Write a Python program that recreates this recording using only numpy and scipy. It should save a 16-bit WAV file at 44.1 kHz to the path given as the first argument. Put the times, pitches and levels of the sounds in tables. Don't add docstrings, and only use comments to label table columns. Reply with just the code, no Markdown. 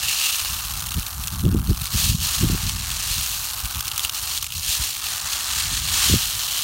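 import sys
import numpy as np
from scipy import signal
from scipy.fft import rfft, irfft
from scipy.io import wavfile
from scipy.ndimage import uniform_filter1d

SR = 44100
rng = np.random.default_rng(int(sys.argv[2]) if len(sys.argv) > 2 else 0)


def int16_out(signal):
    q = np.round(np.clip(np.atleast_2d(signal).T, -1, 1) * 32767)
    wavfile.write(sys.argv[1], SR, q.astype(np.int16))


N = 292383

# [t of peak/s, relative level/dB, swell/s per 10 dB, fade/s per 10 dB]
STROKES = [(0.09, -25, 0.18, 0.13), (0.25, -22, 0.34, 0.4246), (2.01, -20.5, 0.1147, 0.26),
           (2.25, -24, .05, .15), (2.34, -25.5, .08, .3), (2.69, -29, 0.17, 0.03),
           (3.14, -24.5, 0.49, 0.61), (4.04, -26.5, 0.03, 0.04), (4.15, -29, 0.02, 0.21),
           (4.32, -27, .17, 0.3), (4.72, -21, 0.12, 0.13), (4.82, -24.5, 0.02, 0.17),
           (5.09, -27, 0.16, 0.26), (5.335, -26.5, .08, .07), (5.6, -23, .38, .12), (5.76, -25, 0.1, 0.05),
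           (5.94, -24, 0.02, 0.08), (6.06, -18, 0.25, 0.24), (6.6, -25, 0.58, .5)]
# [t/s, level change/dB, half length to 1/e/s]
RESTS = [(1.89, -4, 0.021), (2.17, -5.5, .035), (3.829, -4, 0.021), (4.415, -3.5, .03), (4.49, -6.5, 0.034)]
# [t/s, depth/0-1]
FINGER_DEPTH = [(0, .7), (.3, 0.18), (1.95, 0), (2.5, 0.35), (2.9, 1.0), (3.25, 0.06), (4.15, 0.2),
                (4.9, 0.49), (5.8, 0.96), (6.15, 0.26), (6.63, 0.17)]
# [t/s, f/Hz, relative level/dB]
HAND_HOLLOW = [(0, 2710, 4), (.25, 2730, 10), (1.2, 2700, -36), (2.05, 3204, -5), (2.9, 2490, -5),
               (5.4, 3420, -7), (6.63, 3027, 6)]
# [t/s, relative level/dB]
BOWL_LEVEL = [(0.0, -40), (1.77, -44.5), (2.03, -38.5), (2.16, -49), (2.27, -38.5), (2.71, -41.5),
              (2.79, -45.5), (2.88, -42), (4.3, -41.5), (4.49, -52), (4.82, -40), (4.91, -46.5),
              (5.11, -40), (5.6, -39), (5.83, -42.5), (6.02, -33.5), (6.28, -42), (6.63, -40.5)]
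# [t/s, relative level/dB, ring f/Hz]
CLACKS = [(0.737, -26.5, 5600), (0.9183, -23.5, 3010), (0.9423, -24, 2970), (0.9957, -27, 6840),
          (1.064, -25.5, 4100), (1.2723, -22, 6700), (1.2795, -25.5, 3570), (1.452, -30, 3190),
          (1.816, -24.5, 8140), (1.855, -24.5, 6840), (2.6942, -19.5, 4600), (2.9018, -27, 2820),
          (2.9152, -23.5, 2520), (3.6547, -23.5, 2730), (3.7563, -26, 2760), (3.8067, -20, 2700),
          (3.8544, -28, 3780), (3.8798, -20, 5170), (3.9144, -23.5, 2880), (3.9779, -17.5, 6600),
          (3.9939, -19, 3080), (4.0479, -17.5, 2830), (4.0948, -20.5, 3360), (4.3753, -21, 4080),
          (4.4265, -22, 6160), (4.443, -24, 2760)]
# [t/s, relative level/dB]
BREEZE = [(0, -43.5), (.27, -57.5), (.45, -46), (.8, -35.5), (1.08, -46.5), (1.5, -28), (1.87, -42.5),
          (2.1, -30.5), (2.32, -42), (2.5, -33.5), (3.4, -46.5), (4.2, -49), (4.65, -47.5), (5.1, -53),
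          (5.45, -48.5), (5.75, -35), (6.2, -40.5), (6.63, -54)]
# [t of peak/s, relative level/dB, half length to 1/e/s]
GUSTS = [(0.508, -34, 0.021), (.975, -23, 0.024), (1.183, -30, 0.04), (1.34, -29, 0.017),
         (1.455, -21.5, 0.058), (1.555, -22.5, 0.043), (1.703, -19.5, 0.045), (1.821, -32.5, 0.023),
         (1.946, -23.5, 0.02), (2.109, -32, 0.063), (2.21, -30, 0.022), (2.433, -21, 0.041),
         (2.52, -24.5, 0.055), (2.665, -23.5, .025), (2.808, -31.5, 0.052), (3.11, -32, 0.023),
         (3.185, -28, 0.019), (3.65, -33, .03), (3.769, -36, 0.036), (4.044, -40, 0.021),
         (4.251, -35, 0.016), (4.58, -34.5, 0.029), (4.677, -35, 0.022), (4.81, -32.5, 0.02),
         (5.26, -41, .02), (6.136, -20, 0.037)]
# [t/s, relative peak/dB, centre to zero crossing/s]
PUFFS = [(1.449, -19, 0.00095), (1.466, -10, 0.0011), (1.548, -9.5, 0.00094), (1.557, -22, 0.00093),
         (1.82, -18.5, 0.0024), (2.097, -13.5, 0.0025), (2.15, -12, 0.0019), (2.414, -19, .0015),
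         (2.446, -18, .0015), (2.5, -16, 0.00097), (2.549, -18, 0.001), (6.1, -18, 0.00087),
         (6.141, -11, 0.00085)]

# [f/Hz, relative level/dB]
CLATTER_SPECTRUM = [(1500, -37), (2250, -12), (2680, -2.5), (3600, -3.5), (4250, 0.5), (4850, -3.5),
                    (5400, -2.5), (6800, -1), (7600, -3), (8900, -2), (9800, -4), (10600, -9.5),
                    (15000, -16.5)]
RUB_SPECTRUM = [(1100, -34), (1550, 3.5), (1800, 9.5), (2250, 3), (3000, -28.5)]
TICK_SPECTRUM = [(5000, -18), (9000, 4), (10400, 2), (11300, 4.5), (12800, 3), (14000, 2), (15800, 3)]
BOWL_SPECTRUM = [(300, -14), (500, -20.5), (750, -5), (1000, -2.5), (1200, 2.5), (1450, -2), (1900, -12),
                 (2400, -35.5)]
CLACK_SPECTRUM = [(400, -37), (1200, -1.5), (1800, -13), (2700, 2), (4000, -1), (4800, -3), (6700, -2),
                  (7700, -4), (9200, 0.5), (10500, -5.5), (12000, -4), (15800, -1.5)]
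RUMBLE_SPECTRUM = [(22, -37.5), (42, 9.5), (58, 7.5), (90, 6.5), (125, -2), (170, -11.5), (400, -68)]
FLUTTER_SPECTRUM = [(70, -41.5), (130, 2), (185, 2.5), (260, -7), (350, -20.5), (800, -83)]
EDDY_SPECTRUM = [(170, -38), (280, 6), (380, -2.5), (490, -11.5), (1100, -61)]
OUTDOOR_SPECTRUM = [(20, -23), (55, 16), (250, -2), (12000, -48)]

TRICKLE_DB = -35.7
HOLD_S, HOLD_HALF_LENGTH_S, HOLD_DB = 1.55, 0.11, -8
MIDDLING_STIR_DB, MIDDLING_BOWL_DB = -28, -39.5
RUB_BASE_DB, RUB_DB_PER_DB, RUB_DEEP_DB = -43, 0.58, 3.8
TICK_BASE_DB, TICK_DB_PER_DB, TICK_DEEP_DB = -29, 0.63, -6.5
RUB_DB_PER_BOWL_DB = 0.59
TICK_REST_FACTOR = 1.4
MIDDLING_COLLISIONS_PER_S, THINNING_DB_PER_DB = 1450, 1.25
UNEVEN_DB, UNEVEN_DB_PER_DB = 2.5, 0.04
STRAYS_PER_S, STRAY_OVER_DB, STRAY_SPREAD_DB, STRAY_BELOW_DB = 36, 4, 1.5, -32
OUTDOORS_DB = -59.5
CUTOFF_HZ = 15850


def stirring():
    t = np.arange(N) / SR
    power = from_db(TRICKLE_DB + HOLD_DB * hump(HOLD_S, HOLD_HALF_LENGTH_S)) ** 2
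    for peak_s, db, swell_s, fade_s in STROKES:
        below_peak_db = 10 * np.maximum((peak_s - t) / swell_s, (t - peak_s) / fade_s)
        power = power + from_db(db - below_peak_db) ** 2
    return 10 * np.log10(power)


def settling():
    return sum(db * hump(s, half_length_s) for s, db, half_length_s in RESTS)


def stirred_beads(stir_db, rest_db):
    (depth,), (bowl_db,) = in_time(FINGER_DEPTH), in_time(BOWL_LEVEL)
    hollow_hz, hollow_db = in_time(HAND_HOLLOW)
    effort_db = stir_db - MIDDLING_STIR_DB
    per_s = MIDDLING_COLLISIONS_PER_S * from_db(THINNING_DB_PER_DB * (effort_db + rest_db))
    uneven_db = np.maximum(UNEVEN_DB - UNEVEN_DB_PER_DB * effort_db, 0)
    knocks = collisions(per_s, uneven_db, clump_db=1.1, clumps_per_s=120,
                        decay_s=0.0012, rise_s=0.00014, ring_db=1.5, ring_width_hz=890)
    knocks = evened(in_bowl(knocks, tail_db=-10, tail_s=0.012), span_s=0.09)

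    buried = rms_one(knocks + from_db(-2.0) * rng.standard_normal(N))
    light = rms_one(knocks + from_db(-4.0) * rng.standard_normal(N))

    clatter = coloured(knocks, CLATTER_SPECTRUM)
    hollow_ring = from_db(hollow_db - 5) * moving_resonance(clatter, hollow_hz, width_hz=360)
    clatter = from_db(stir_db + rest_db - 1.01) * (clatter + hollow_ring)

    rub_db = RUB_BASE_DB + RUB_DB_PER_DB * effort_db + RUB_DEEP_DB * depth
    rub_db = rub_db + rest_db + RUB_DB_PER_BOWL_DB * (bowl_db - MIDDLING_BOWL_DB)
    rub = from_db(rub_db) * coloured(knocks, RUB_SPECTRUM)

    tick_db = TICK_BASE_DB + TICK_DB_PER_DB * effort_db + TICK_DEEP_DB * depth
    ticks = from_db(tick_db + TICK_REST_FACTOR * rest_db) * coloured(light, TICK_SPECTRUM)

    bowl = from_db(bowl_db + 1) * coloured(buried, BOWL_SPECTRUM)
    return clatter + rub + ticks + bowl


def collisions(per_s, spread_db, clump_db, clumps_per_s, decay_s, rise_s, ring_db, ring_width_hz, count=48):
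    born = rng.random(N) < per_s / SR
    scatter_db = spread_db * np.minimum(rng.standard_normal(N), 2)
    sizes = from_db(scatter_db + clump_db * drift(clumps_per_s))
    pitch_index = rng.integers(0, count, N)
    shape = contact(decay_s, rise_s, size=256)
    out = np.zeros(N)
    for k, hz in enumerate(np.geomspace(2400, 14000, count)):
        at = np.flatnonzero(born & (pitch_index == k))
        bursts = sizes[at, None] * shape * rng.standard_normal((len(at), len(shape)))
        places = at[:, None] + np.arange(len(shape))
        knocks = np.bincount(places.ravel(), bursts.ravel(), N)[:N]
        out += knocks + from_db(ring_db) * resonance(knocks, hz, ring_width_hz)
    return out


def contact(decay_s, rise_s, size=512):
    t = np.arange(size) / SR
    return (1 - np.exp(-(t / rise_s) ** 2)) * np.exp(-t / decay_s)


def in_bowl(x, tail_db, tail_s):
    r = np.exp(-1 / (tail_s * SR))
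    stored = signal.lfilter([1 - r], [1, -r], x * x + 1e-18)
    return x + from_db(tail_db) * np.sqrt(stored) * rng.standard_normal(N)


def falling_beads(drops, decay_s, rise_s, ring_db, ring_width_hz, level_db, lag_s):
    out, shape = np.zeros(N + SR), contact(decay_s, rise_s)
    energy = np.sqrt(0.003 * SR)
    for s, db, hz in drops:
        burst = coloured(shape * rng.standard_normal(len(shape)), CLACK_SPECTRUM, size=512)
        burst = burst + from_db(ring_db) * resonance(burst, hz, ring_width_hz)
        at = max(int((s + lag_s) * SR), 0)
        out[at:at + len(burst)] += from_db(db + level_db) * energy * burst / np.linalg.norm(burst)
    return in_bowl(out[:N], tail_db=-22, tail_s=0.017)


def stray_beads(clatter_db, count=400):
    when, chance, pitch = rng.random((count, 3)).T
    local_db = clatter_db[(when * N).astype(int)]
    db = local_db + STRAY_OVER_DB + STRAY_SPREAD_DB * rng.standard_normal(count)
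    falls = (chance < STRAYS_PER_S * N / SR / count) & (local_db < STRAY_BELOW_DB)
    return np.column_stack([when * N / SR, db, 2700 * 2 ** (1.5 * pitch)])[falls]


def wind(eddy_db, rumble_growth, flutter_growth, eddy_growth, breeze_share, lumps_db, lumps_per_s):
    breeze_db, = in_time(BREEZE)
    power = from_db(breeze_db) ** 2
    for s, db, half_length_s in GUSTS:
        power = power + (from_db(db) * hump(s, half_length_s)) ** 2
    gust_db = 10 * np.log10(power) + 28
    gust_db = gust_db + lumps_db * np.tanh(drift(lumps_per_s))
    stiff_db = breeze_share * (breeze_db + 37.5)
    rumble, flutter, eddies = (evened(coloured(rng.standard_normal(N), spectrum), span_s=0.052)
                               for spectrum in (RUMBLE_SPECTRUM, FLUTTER_SPECTRUM, EDDY_SPECTRUM))
    return (from_db(rumble_growth * gust_db - 25) * rumble
            + from_db(flutter_growth * gust_db + stiff_db - 34.5) * flutter
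            + from_db(eddy_growth * gust_db + eddy_db) * eddies)


def puffs(level_db):
    t, out = np.arange(N) / SR, np.zeros(N)
    for s, db, width_s in PUFFS:
        near = np.abs(t - s) < 5 * width_s
        u = (t[near] - s) / width_s
        out[near] += from_db(db + level_db) * (1 - u * u) * np.exp(-u * u / 2)
    return out


def distant_outdoors():
    return from_db(OUTDOORS_DB) * coloured(rng.standard_normal(N), OUTDOOR_SPECTRUM)


def from_db(db):
    return 10 ** (np.asarray(db) / 20)


def rms_one(x):
    return x / np.sqrt(np.mean(x ** 2) + 1e-20)


def in_time(rows):
    s, *columns = np.transpose(rows)
    return [np.interp(np.arange(N) / SR, s, c) for c in columns]


def hump(s, half_length_s):
    return np.exp(-np.minimum(((np.arange(N) / SR - s) / half_length_s) ** 2, 50))


def drift(per_s):
    knots = rng.standard_normal(N // 20)
    return rms_one(np.interp(np.arange(N) / SR * per_s, np.arange(len(knots)), knots))


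def evened(x, span_s):
    size = max(int(span_s * SR), 64)
    power = uniform_filter1d(uniform_filter1d(x * x, size), size)
    return x / np.sqrt(np.abs(power) + 1e-12)


def coloured(x, spectrum, size=8192):
    hz, db = np.transpose(spectrum)
    grid_hz = np.maximum(np.arange(size // 2 + 1) * SR / size, 1)
    gain = from_db(np.interp(np.log(grid_hz), np.log(hz), db))
    cepstrum = irfft(np.log(gain))
    cepstrum[1:size // 2] *= 2
    cepstrum[size // 2 + 1:] = 0
    response = irfft(np.exp(rfft(cepstrum)))
    return signal.oaconvolve(x, response / np.linalg.norm(response))[:N]


def resonance(x, hz, width_hz):
    r = np.exp(-np.pi * width_hz / SR)
    poles = [1, -2 * r * np.cos(2 * np.pi * hz / SR), r * r]
    return signal.lfilter([(1 - r * r) / 2, 0, (r * r - 1) / 2], poles, x)


def moving_resonance(x, hz, width_hz):
    turn = np.exp(2j * np.pi * np.cumsum(hz) / SR)
    r = np.exp(-np.pi * width_hz / SR)
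    return 2 * np.real(turn * signal.lfilter([1 - r], [1, -r], x / turn))


def scene():
    stir_db, rest_db = stirring(), settling()
    rush = stirred_beads(stir_db, rest_db)
    drops = falling_beads([*CLACKS, *stray_beads(stir_db + rest_db)], decay_s=0.0021, rise_s=0.00045,
                          ring_db=3.5, ring_width_hz=900, level_db=3.0, lag_s=0.0001)
    gusts = wind(eddy_db=-55, rumble_growth=0.91, flutter_growth=1.29, eddy_growth=2.45,
                 breeze_share=0.37, lumps_db=4.5, lumps_per_s=55)
    gusts = gusts + puffs(level_db=2.5)
    gusts = 0.5 * np.tanh(gusts / 0.5)
    return (rush + drops + gusts + distant_outdoors())[None]


def record(dry):
    bass_cut = signal.butter(4, 34, "high", fs=SR, output="sos")
    top_cut = signal.ellip(12, 0.2, 80, CUTOFF_HZ, fs=SR, output="sos")
    return signal.sosfilt(top_cut, signal.sosfilt(bass_cut, dry))


dry = scene()
out = record(dry)
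int16_out(out)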